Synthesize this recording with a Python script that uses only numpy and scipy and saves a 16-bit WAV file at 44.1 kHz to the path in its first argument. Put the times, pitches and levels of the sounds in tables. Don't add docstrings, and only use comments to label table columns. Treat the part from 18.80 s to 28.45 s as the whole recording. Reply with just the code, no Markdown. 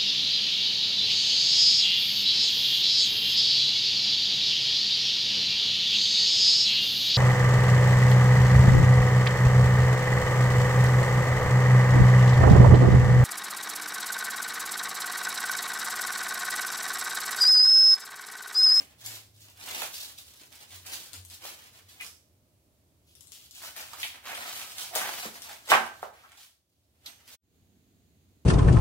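import sys
import numpy as np
from scipy import signal
from scipy.fft import rfft, irfft, next_fast_len
from scipy.io import wavfile
from scipy.ndimage import map_coordinates

SR = 44100
rng = np.random.default_rng(int(sys.argv[2]) if len(sys.argv) > 2 else 0)


def wav_record(signal):
    frames = np.transpose(np.atleast_2d(signal))
    bounded = np.clip(frames, -1, 1)
    quanta = np.round(bounded * 32767).astype(np.int16)
    wavfile.write(sys.argv[1], SR, quanta)


N = 425565

# start in seconds, hold in seconds, crackle level in dB,
# rubbing level in dB.
GRIPS = [(0.0, 0.0083, -47.5, -49.5), (.1, 0.034, -65, -63.5), (.215, 0.017, -51, -58),
         (.255, .11, -44, -49), (.58, 0.044, -54, -77), (.655, 0.046, -55.5, -60.5), (.8, 0.12, -46, -50.5),
         (.88, 0.049, -40, -41.5), (.95, 0.1, -38, -41.5), (1.145, 0.095, -38.5, -53.5),
         (1.27, 0.036, -50.5, -57), (1.385, 0.019, -46.5, -61), (1.46, 0.16, -54.5, -64.5),
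         (1.615, 0.018, -52, -57.5), (1.73, .02, -49.5, -56), (1.808, 0.022, -52, -56),
         (1.92, 0.053, -47.5, -55), (2.07, 0.052, -43.5, -48.5), (2.135, 0.017, -38, -46.5),
         (2.2, 0.065, -48.5, -56), (2.34, 0.0082, -45, -51), (2.518, 0.019, -46.5, -57),
         (2.638, 0.071, -42, -47.5), (2.79, 0.077, -54, -57), (2.95, 0.044, -53, -58),
         (3.09, 0.15, -56.5, -63), (3.215, .055, -50, -53.5), (7.9, .2, -79, -93),
         (8.15, 0.074, -76.5, -79.5), (8.275, 0.0097, -50.5, -50.5), (8.38, 0.057, -67.5, -66),
         (8.485, .06, -51.5, -57.5)]
GRIP_RISE_DB_PER_S, GRIP_SAG_DB_PER_S, GRIP_FALL_DB_PER_S = 392, 12.5, 261
# start in seconds, hold in seconds,
# tearing fibre level in dB, crunch level in dB.
STROKES = [(4.275, 0.056, -66, -86), (4.36, 0.23, -65, -77), (4.525, 0.13, -53.5, -68.5),
           (4.755, .045, -48, -63), (4.825, 0.048, -42.5, -46.5), (4.972, 0.054, -42.5, -44),
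           (5.07, .12, -50.5, -52.5), (5.2, .07, -42.5, -49), (5.34, .02, -57, -51),
           (5.46, .095, -43.5, -39.5), (5.57, .09, -45, -42), (5.67, .16, -41, -43.5),
           (5.86, 0.24, -47, -53), (5.985, .05, -40, -46), (6.159, .02, -32, -34.5),
           (6.195, .105, -40.5, -37), (6.33, .13, -40.5, -43.5), (6.55, 0.015, -45.5, -49.5),
           (6.625, 0.029, -47, -48.5), (6.685, .05, -46.5, -47), (6.8, .04, -60.5, -64),
           (6.86, .03, -52, -62), (7.14, .07, -60, -75), (7.226, .01, -53, -51.5), (7.34, 0.24, -63.5, -59),
           (7.58, 0.062, -54, -61)]
STROKE_RISE_DB_PER_S, STROKE_SAG_DB_PER_S, STROKE_FALL_DB_PER_S = 650.5, 9.5, 280
# start in seconds, hold in seconds, level in dB.
TEARS = [(6.906, .006, -23), (6.925, .03, -34.5), (7.06, .006, -47)]
TEAR_RISE_DB_PER_S, TEAR_SAG_DB_PER_S, TEAR_FALL_DB_PER_S = 759.5, 30, 449
# start in seconds, level in dB, body level relative to the treble in dB,
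# left-right balance in dB before widening.
SNAP_EVENTS = [(0.2616, -19.5, -18, 1.5), (1.019, -18, -3.5, -2.5), (1.033, -23, -12, -2),
               (1.7265, -37, -25, -5), (1.9086, -42, -27, -5.5), (2.3323, -29.5, -25, 7),
               (2.45, -31, -12.5, 2), (2.5002, -33.5, -17, 4.5), (3.2102, -30, -19, 5.5),
               (3.2295, -28, -18, 1.5), (3.2465, -28.5, -18, -1.5), (3.2644, -31, -22, -4),
               (4.3524, -40, -23, 5), (4.4083, -37.5, -16, 7.5), (4.4713, -37, -21.5, 2.5),
               (4.5198, -32.5, -18, 8), (4.71, -33.5, -30, 3.5), (4.9645, -30.5, -2.5, 9),
               (5.1335, -31.5, 1, -2.5), (5.231, -25.5, 5.5, 1), (5.5495, -27, -8, -0.5),
               (5.8155, -31.5, 2.5, 0), (5.983, -23, -16, -3), (6.01, -26, -13.5, -4.5),
               (6.1522, -17.5, -13.5, 9.5), (6.1575, -15.5, -12.5, -0.5), (6.1837, -17.5, -8.5, 0),
               (6.2916, -28, -2, -3), (6.62, -28, -20, 3.5), (7.519, -43.5, 0, 0),
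               (8.2617, -28, -13.5, -2.5), (8.5039, -42, -1, -2.5)]
# start in seconds, level in dB, pitch of the blow in Hz.
KNOCK_EVENTS = [(1.022, -24, 804), (2.651, -29, 708), (6.160, -15.5, 711), (6.292, -20.5, 950),
                (6.454, -26.5, 560), (6.9181, 2.5, 1100), (6.9225, -4, 900), (6.9292, -2.5, 1000),
                (6.938, -2.5, 1301), (6.9432, -5.5, 900), (6.951, -4, 950), (7.2295, -16, 745),
                (7.453, -49, 1196)]
# multiple of its pitch, spectrum level in dB.
BLOW_SPECTRUM = [(.04, -48.5), (.15, -31), (.35, -21), (.6, -5.5), (.9, 2.5), (1.3, -1.5), (1.8, -5),
                 (2.7, -16.5), (4, -39), (8, -41), (16, -43.5)]
# mode frequency in Hz, mean level in dB, 60 dB decay time in seconds.
BOARD_MODES = [(227, -31, 0.27), (357, -26.5, .25), (644.7, -17.5, .2), (764, -11.5, .16),
               (1020, -20.5, .14), (1102, -27, .14), (1410, -28, .1), (1563, -20, 0.34), (1722, -23.5, .3),
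               (1940, -26, .14), (2270, -29.5, .16), (2420, -30.5, 0.14), (2950, -27.5, .1)]
# start in seconds, level in dB.
THUMP_EVENTS = [(0.0, -50), (1.02, -55), (1.611, -56.5), (2.2, -50.5), (2.65, -56), (6.456, -35.5),
                (6.926, -31.5)]
# start in seconds, length in seconds, centre pitch in Hz, level in dB.
CREAK_EVENTS = [(3.197, 0.026, 2460, -36), (5.126, 0.016, 1020, -42.5), (5.229, 0.031, 2490, -43),
                (5.546, 0.012, 3070, -35), (6.095, .17, 733, -40.5), (6.656, .099, 810, -50.5),
                (6.913, 0.047, 2580, -22.5), (7.427, 0.041, 1270, -52), (8.258, 0.0103, 4300, -36)]
# time of the peak in seconds, pitch at the peak in Hz, level in dB,
# fading in dB per second.
HUMS = [(.25, 113.5, -56.5, 17), (1.96, 91, -55, 60), (2.39, 92.3, -50, 103), (3.06, 91.5, -59, 200)]
HUM_RISE_DB_PER_S, HUM_SAG_HZ_PER_S = 260, 30

# frequency in Hz, relative level in dB per Hz.
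CRACKLE_SPECTRUM = [(200, -36), (900, -20.5), (2000, -11), (3500, -0.5), (5000, -2), (7500, -4),
                    (11000, -6.5), (15500, -6.5)]
RUB_SPECTRUM = [(60, -37), (200, -8.5), (450, -7), (750, -2.5), (1100, -4), (1900, -1.5), (3000, -0.5),
                (6000, -42.5), (15000, -51.5)]
FIBRE_SPECTRUM = [(200, -45), (900, -23), (2000, -9), (3000, 2), (5000, 0), (7500, -2.5), (11000, -4.5),
                  (15500, -5)]
CRUNCH_SPECTRUM = [(60, -55), (200, -17), (480, -13.5), (720, -3), (950, -5.5), (1550, -3.5), (2400, -4),
                   (4000, -12), (8000, -32), (15000, -43.5)]
TEAR_SPECTRUM = [(60, -30.5), (200, -17), (450, -3), (800, 3.5), (1800, -1), (3000, 2.5), (5000, -2.5),
                 (9000, -7), (15500, -10)]
SNAP_EDGE_SPECTRUM = [(300, -48.5), (1500, -21), (3000, -1.5), (4500, 0.5), (8000, 1), (12000, -2.5),
                      (15500, -11)]
SNAP_BODY_SPECTRUM = [(60, -48.5), (300, -21.5), (800, -11), (2000, -1.5), (4000, 0), (7000, -14),
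                      (15000, -30)]
THUD_SPECTRUM = [(30, -49), (60, -24.5), (90, -7), (125, -3), (200, -1), (280, -4.5), (400, -3),
                 (650, -13.5), (1500, -29.5), (5000, -66.5)]
# frequency in Hz, relative level in dB per Hz.
KITCHEN_AIR_SPECTRUM = [(18, -53.5), (30, -34.5), (81, -3), (200, -18), (267, -16), (355, -18), (448, -24),
                        (629, -20.5), (774, -28), (978, -29.5), (1600, -35), (1970, -34.5), (2250, -33.5),
                        (15000, -34.5)]
QUIET_AIR_SPECTRUM = [(18, -56.5), (30, -30.5), (87, -1), (122, -11), (274, -11.5), (597, -28),
                      (662, -24.5), (905, -32.5), (1240, -35), (4200, -32), (5730, -37.5), (6530, -30),
                      (8250, -37.5), (15000, -35.5)]

# time in seconds, level in dB.
KITCHEN_AIR_LEVEL = [(0, -63.5), (3.6, -66), (7.2, -64.5), (7.8, -78), (8.22, -67)]
# time in seconds, gain in dB.
KITCHEN_CUTOFF = [(8.552, -0.5), (8.578, -52), (8.7, -80)]
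# time in seconds, level in dB.
QUIET_AIR_LEVEL = [(8.6, -105), (8.64, -74), (8.76, -64.5), (9.15, -64), (9.65, -64)]
# frequency in Hz, 60 dB decay time in seconds.
KITCHEN_T60 = [(100, 0.46), (400, 0.41), (1000, 0.39), (2500, 0.39), (6000, 0.44), (15000, 0.4)]
# frequency in Hz, left-right likeness from 0 to 1.
LIKENESS = [(60, 1), (150, 0.8), (400, 0.93), (1000, 0), (4000, 0.0094)]
# frequency in Hz, left-right difference in dB.
MIC_DIFFERENCE = [(100, 0), (250, -4), (550, -3), (1100, -2.5), (2200, -3.5), (4200, -4), (8000, -1),
                  (13000, 1.5)]
TOP_HZ = 15800


def leaves():
    crackle_gain, rub_gain = efforts(GRIPS, GRIP_RISE_DB_PER_S, GRIP_SAG_DB_PER_S, GRIP_FALL_DB_PER_S)
    fine = fractures(rate_hz=2100, spread_db=3.0, clump_db=5.5, clump_hz=120)
    ticks = fractures(rate_hz=150, spread_db=4, clump_db=2, clump_hz=60)
    grains = fractures(rate_hz=2000, spread_db=3.0, clump_db=1.5, clump_hz=67)
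    crackle = coloured(crackle_gain * (fine + .5 * ticks), CRACKLE_SPECTRUM)
    rub = coloured(rub_gain * (grains + .5 * ticks), RUB_SPECTRUM)
    return moving(crackle + amp(-1.0) * rub, wet_db=-6.5, early_db=0.5, pan_db=1.0)


def blade():
    fibre_gain, crunch_gain = efforts(STROKES, STROKE_RISE_DB_PER_S, STROKE_SAG_DB_PER_S, STROKE_FALL_DB_PER_S)
    fine = fractures(rate_hz=2200, spread_db=3.5, clump_db=2, clump_hz=130)
    coarse = fractures(rate_hz=260, spread_db=5, clump_db=3, clump_hz=90)
    pulp = fractures(rate_hz=1100, spread_db=4.5, clump_db=3.5, clump_hz=180)
    fibres = coloured(fibre_gain * (fine + 0.36 * coarse), FIBRE_SPECTRUM)
    crunch = coloured(crunch_gain * (coarse + 0.87 * pulp), CRUNCH_SPECTRUM)
    dry = amp(1.5) * fibres + amp(-2.0) * crunch
    return moving(dry, wet_db=-5.0, early_db=-2, pan_db=1.45)


def breakthrough():
    pull_gain, = efforts(TEARS, TEAR_RISE_DB_PER_S, TEAR_SAG_DB_PER_S, TEAR_FALL_DB_PER_S)
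    rush = pull_gain * fractures(rate_hz=9800, spread_db=2, clump_db=-3.5, clump_hz=250)
    return moving(amp(0.5) * coloured(rush, TEAR_SPECTRUM), wet_db=-5.5, early_db=-1, pan_db=1.1)


def snaps(gain_db=11, body_gain_db=4, life_s=0.00077, rise_s=0.00013):
    out, t = np.zeros((2, N)), np.arange(2048) / SR
    for s, db, body_db, pan_db in SNAP_EVENTS:
        crack = rng.standard_normal(len(t)) * np.exp(-t / life_s) * (1 - np.exp(-t / rise_s))
        crack /= np.linalg.norm(crack)
        edge = coloured(crack, SNAP_EDGE_SPECTRUM)
        body = amp(body_db + body_gain_db) * coloured(crack, SNAP_BODY_SPECTRUM)
        lead_ms = rng.normal(.15, 0.029)
        placed = heard(edge + body, wet_db=-1, early_db=0.5, pan_db=2.2 * pan_db, lead_ms=lead_ms)
        add(out, s, amp(db + gain_db) * placed)
    return out


def knocks(gain_db=11, ring_db=-27, ring_rise_s=0.0022):
    out, t = np.zeros((2, N)), np.arange(SR // 3) / SR
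    for s, db, hz in KNOCK_EVENTS:
        blow = click([(hz * multiple, level_db) for multiple, level_db in BLOW_SPECTRUM])
        ring = np.zeros(len(t))
        for mode_hz, level_db, t60_s in BOARD_MODES:
            decay = amp(level_db + rng.normal(0, 2) - 60 * t / t60_s)
            ring += decay * np.sin(2 * np.pi * (mode_hz * t + rng.random()))
        dry = amp(ring_db) * ring * (1 - np.exp(-t / ring_rise_s))
        dry[:len(blow)] += blow
        add(out, s, amp(db + gain_db) * heard(dry, wet_db=-4, early_db=-3.0, pan_db=0.0))
    return out


def thumps():
    out, t = np.zeros((2, N)), np.arange(SR // 6) / SR
    swell = np.exp(-t / .013) * (1 - np.exp(-t / .003))
    for s, db in THUMP_EVENTS:
        push = coloured(rng.standard_normal(len(t)) * swell, THUD_SPECTRUM)
        add(out, s, amp(db + 1) * heard(push, wet_db=-5, early_db=-12, pan_db=-1.5))
    return out


def creaks(slip_hz=260, cycles=1.8):
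    out = np.zeros((2, N))
    for s, length_s, hz, db in CREAK_EVENTS:
        t = np.arange(int(length_s * SR)) / SR
        slip_times = np.cumsum(rng.uniform(.5, 1.5, 64)) / slip_hz - 1 / slip_hz
        age = np.maximum(t - slip_times[:, None], 0)
        pitch_hz = hz * np.exp(0.068 * rng.standard_normal((len(slip_times), 1)))
        envelope = pitch_hz * age * np.exp(-2 * age * pitch_hz / cycles)
        slips = np.sum(np.sin(2 * np.pi * pitch_hz * age) * envelope, axis=0)
        dry = unit(slips) * np.sin(np.pi * t / length_s)
        add(out, s, amp(db) * heard(dry, wet_db=-11.5, early_db=2.5, pan_db=2.5))
    return out


def drone():
    out, t = np.zeros(N), np.arange(N) / SR
    waver = 1 + .035 * wobble(30)
    for s, hz, db, fade_db_per_s in HUMS:
        age = t - s
        pitch_hz = (hz - HUM_SAG_HZ_PER_S * np.clip(age, 0, 1)) * waver
        level_db = db + np.minimum(HUM_RISE_DB_PER_S * age, -fade_db_per_s * age)
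        out += amp(level_db) * np.sin(2 * np.pi * np.cumsum(pitch_hz) / SR)
    return np.sqrt(2) * amp(-0.5 + 2.1 * wobble(24)) * out


def air(spectrum):
    def mid_side(hz):
        turn = np.arccos(np.clip(along(LIKENESS, hz), 0, 1)) / 2
        return amp(along(spectrum, hz)) * [np.cos(turn), np.sin(turn)]

    mid, side = filtered(rng.standard_normal((2, N)), mid_side)
    return unit(np.array([mid + side, mid - side]))


def kitchen(x):
    hz, t, z = reflections(SR // 2)
    tail = signal.istft(z * amp(-60 * t / along(KITCHEN_T60, hz)[:, None]), SR)[1]
    tail = tail * (1 - np.exp(-np.arange(tail.shape[1]) / SR / 0.0064))
    return signal.fftconvolve(x[None], tail / np.linalg.norm(tail[0]), axes=1)


def reflections(length, size=256):
    hz, t, z = signal.stft(rng.standard_normal((2, length)), SR, nperseg=size)
    alike = np.clip(along(LIKENESS, hz), 0, 1)[:, None]
    z[1] = alike * z[0] + np.sqrt(1 - alike ** 2) * z[1]
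    return hz, t, z


def nearby(x, early_db, lead_ms, early_t60_s=0.11):
    t = np.arange(SR // 12) / SR
    paths = rng.standard_normal((2, len(t))) ** 3 * amp(-60 * t / early_t60_s) * (t > .001)
    paths *= amp(early_db) / np.linalg.norm(paths, axis=1, keepdims=True)
    paths[0, 0] += 1
    paths[1, int(abs(lead_ms) * SR / 1000)] += 1
    return signal.fftconvolve(x[None], paths, axes=1) / np.sqrt(1 + amp(early_db) ** 2)


def heard(x, wet_db, early_db, pan_db, lead_ms=0.2):
    out = amp(wet_db) * kitchen(x)
    close = nearby(x, early_db, lead_ms)
    out[:, :close.shape[1]] += close
    return out * amp([[pan_db / 2], [-pan_db / 2]])


def moving(x, wet_db, early_db, pan_db):
    out = np.zeros((2, N))
    for s, piece in stretches(x, count=320):
        add(out, s, nearby(piece, early_db, rng.normal(.15, .1)))
    for s, piece in stretches(x, count=24):
        add(out, s, amp(wet_db) * kitchen(piece))
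    return out * amp([[pan_db / 2], [-pan_db / 2]])


def stretches(x, count):
    edges = np.linspace(0, N, count + 1).astype(int)
    return [(a / SR, x[a:b]) for a, b in zip(edges, edges[1:]) if np.abs(x[a:b]).max() > 1e-7]


def efforts(rows, rise_db_per_s, sag_db_per_s, fall_db_per_s):
    power, t = np.zeros((len(rows[0]) - 2, N)), np.arange(N) / SR
    for s, hold_s, *levels_db in rows:
        near = slice(max(int((s - .5) * SR), 0), int((s + 1) * SR))
        age = t[near] - s
        shape_db = rise_db_per_s * np.minimum(age, 0)
        shape_db -= sag_db_per_s * np.maximum(age, 0)
        shape_db -= fall_db_per_s * np.maximum(age - hold_s, 0)
        power[:, near] += np.outer(amp(levels_db), amp(shape_db)) ** 2
    return np.sqrt(power)


def fractures(rate_hz, spread_db, clump_db, clump_hz):
    breaks = (rng.random(N) < rate_hz / SR) * rng.choice([-1, 1], N)
    size_db = spread_db * np.clip(rng.standard_normal(N), -2, 2)
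    return unit(breaks * amp(size_db + clump_db * np.tanh(wobble(clump_hz))))


def wobble(knots_per_s):
    knots = rng.standard_normal(int(N * knots_per_s / SR) + 4)
    return unit(map_coordinates(knots, [np.arange(N) * knots_per_s / SR]))


def click(spectrum, size=2048):
    cepstrum = irfft(np.log(amp(along(spectrum, np.fft.rfftfreq(size, 1 / SR)))))
    cepstrum[1:size // 2] *= 2
    cepstrum[size // 2 + 1:] = 0
    pulse = irfft(np.exp(rfft(cepstrum)))
    return pulse / np.linalg.norm(pulse)


def coloured(x, spectrum):
    return signal.oaconvolve(x, click(spectrum))[:len(x)]


def filtered(x, response):
    n = x.shape[-1]
    m = next_fast_len(n + 8192, True)
    return irfft(rfft(x, m) * response(np.fft.rfftfreq(m, 1 / SR)), m)[..., :n]


def add(track, s, sound):
    start = max(round(s * SR), 0)
    part = sound[:, :max(N - start, 0)]
    track[:, start:start + part.shape[1]] += part


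def amp(db):
    return 10 ** (np.asarray(db) / 20)


def unit(x):
    return x / np.sqrt(np.mean(x ** 2) + 1e-20)


def along(points, hz):
    f, v = np.transpose(points)
    return np.interp(np.log(hz + 1), np.log(f + 1), v)


def curve(rows):
    s, values = np.transpose(rows)
    return np.interp(np.arange(N) / SR, s, values)


def scene():
    work = leaves() + blade() + breakthrough() + creaks() + snaps() + knocks() + thumps()
    background = drone() + amp(curve(KITCHEN_AIR_LEVEL)) * air(KITCHEN_AIR_SPECTRUM)
    t = np.arange(N) / SR
    present = (t >= QUIET_AIR_LEVEL[0][0]) * (t <= QUIET_AIR_LEVEL[-1][0])
    quiet_room = amp(curve(QUIET_AIR_LEVEL)) * present * air(QUIET_AIR_SPECTRUM)
    return (work + background) * amp(curve(KITCHEN_CUTOFF)) + quiet_room


def record(dry):
    picked_up = filtered(dry, lambda hz: amp(np.outer([.5, -.5], along(MIC_DIFFERENCE, hz))))
    rounded = picked_up / (1 + np.abs(picked_up / .92) ** 4) ** (1 / 4)
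    return filtered(rounded, lambda hz: hz < TOP_HZ)


dry = scene()
out = record(dry)
wav_record(out)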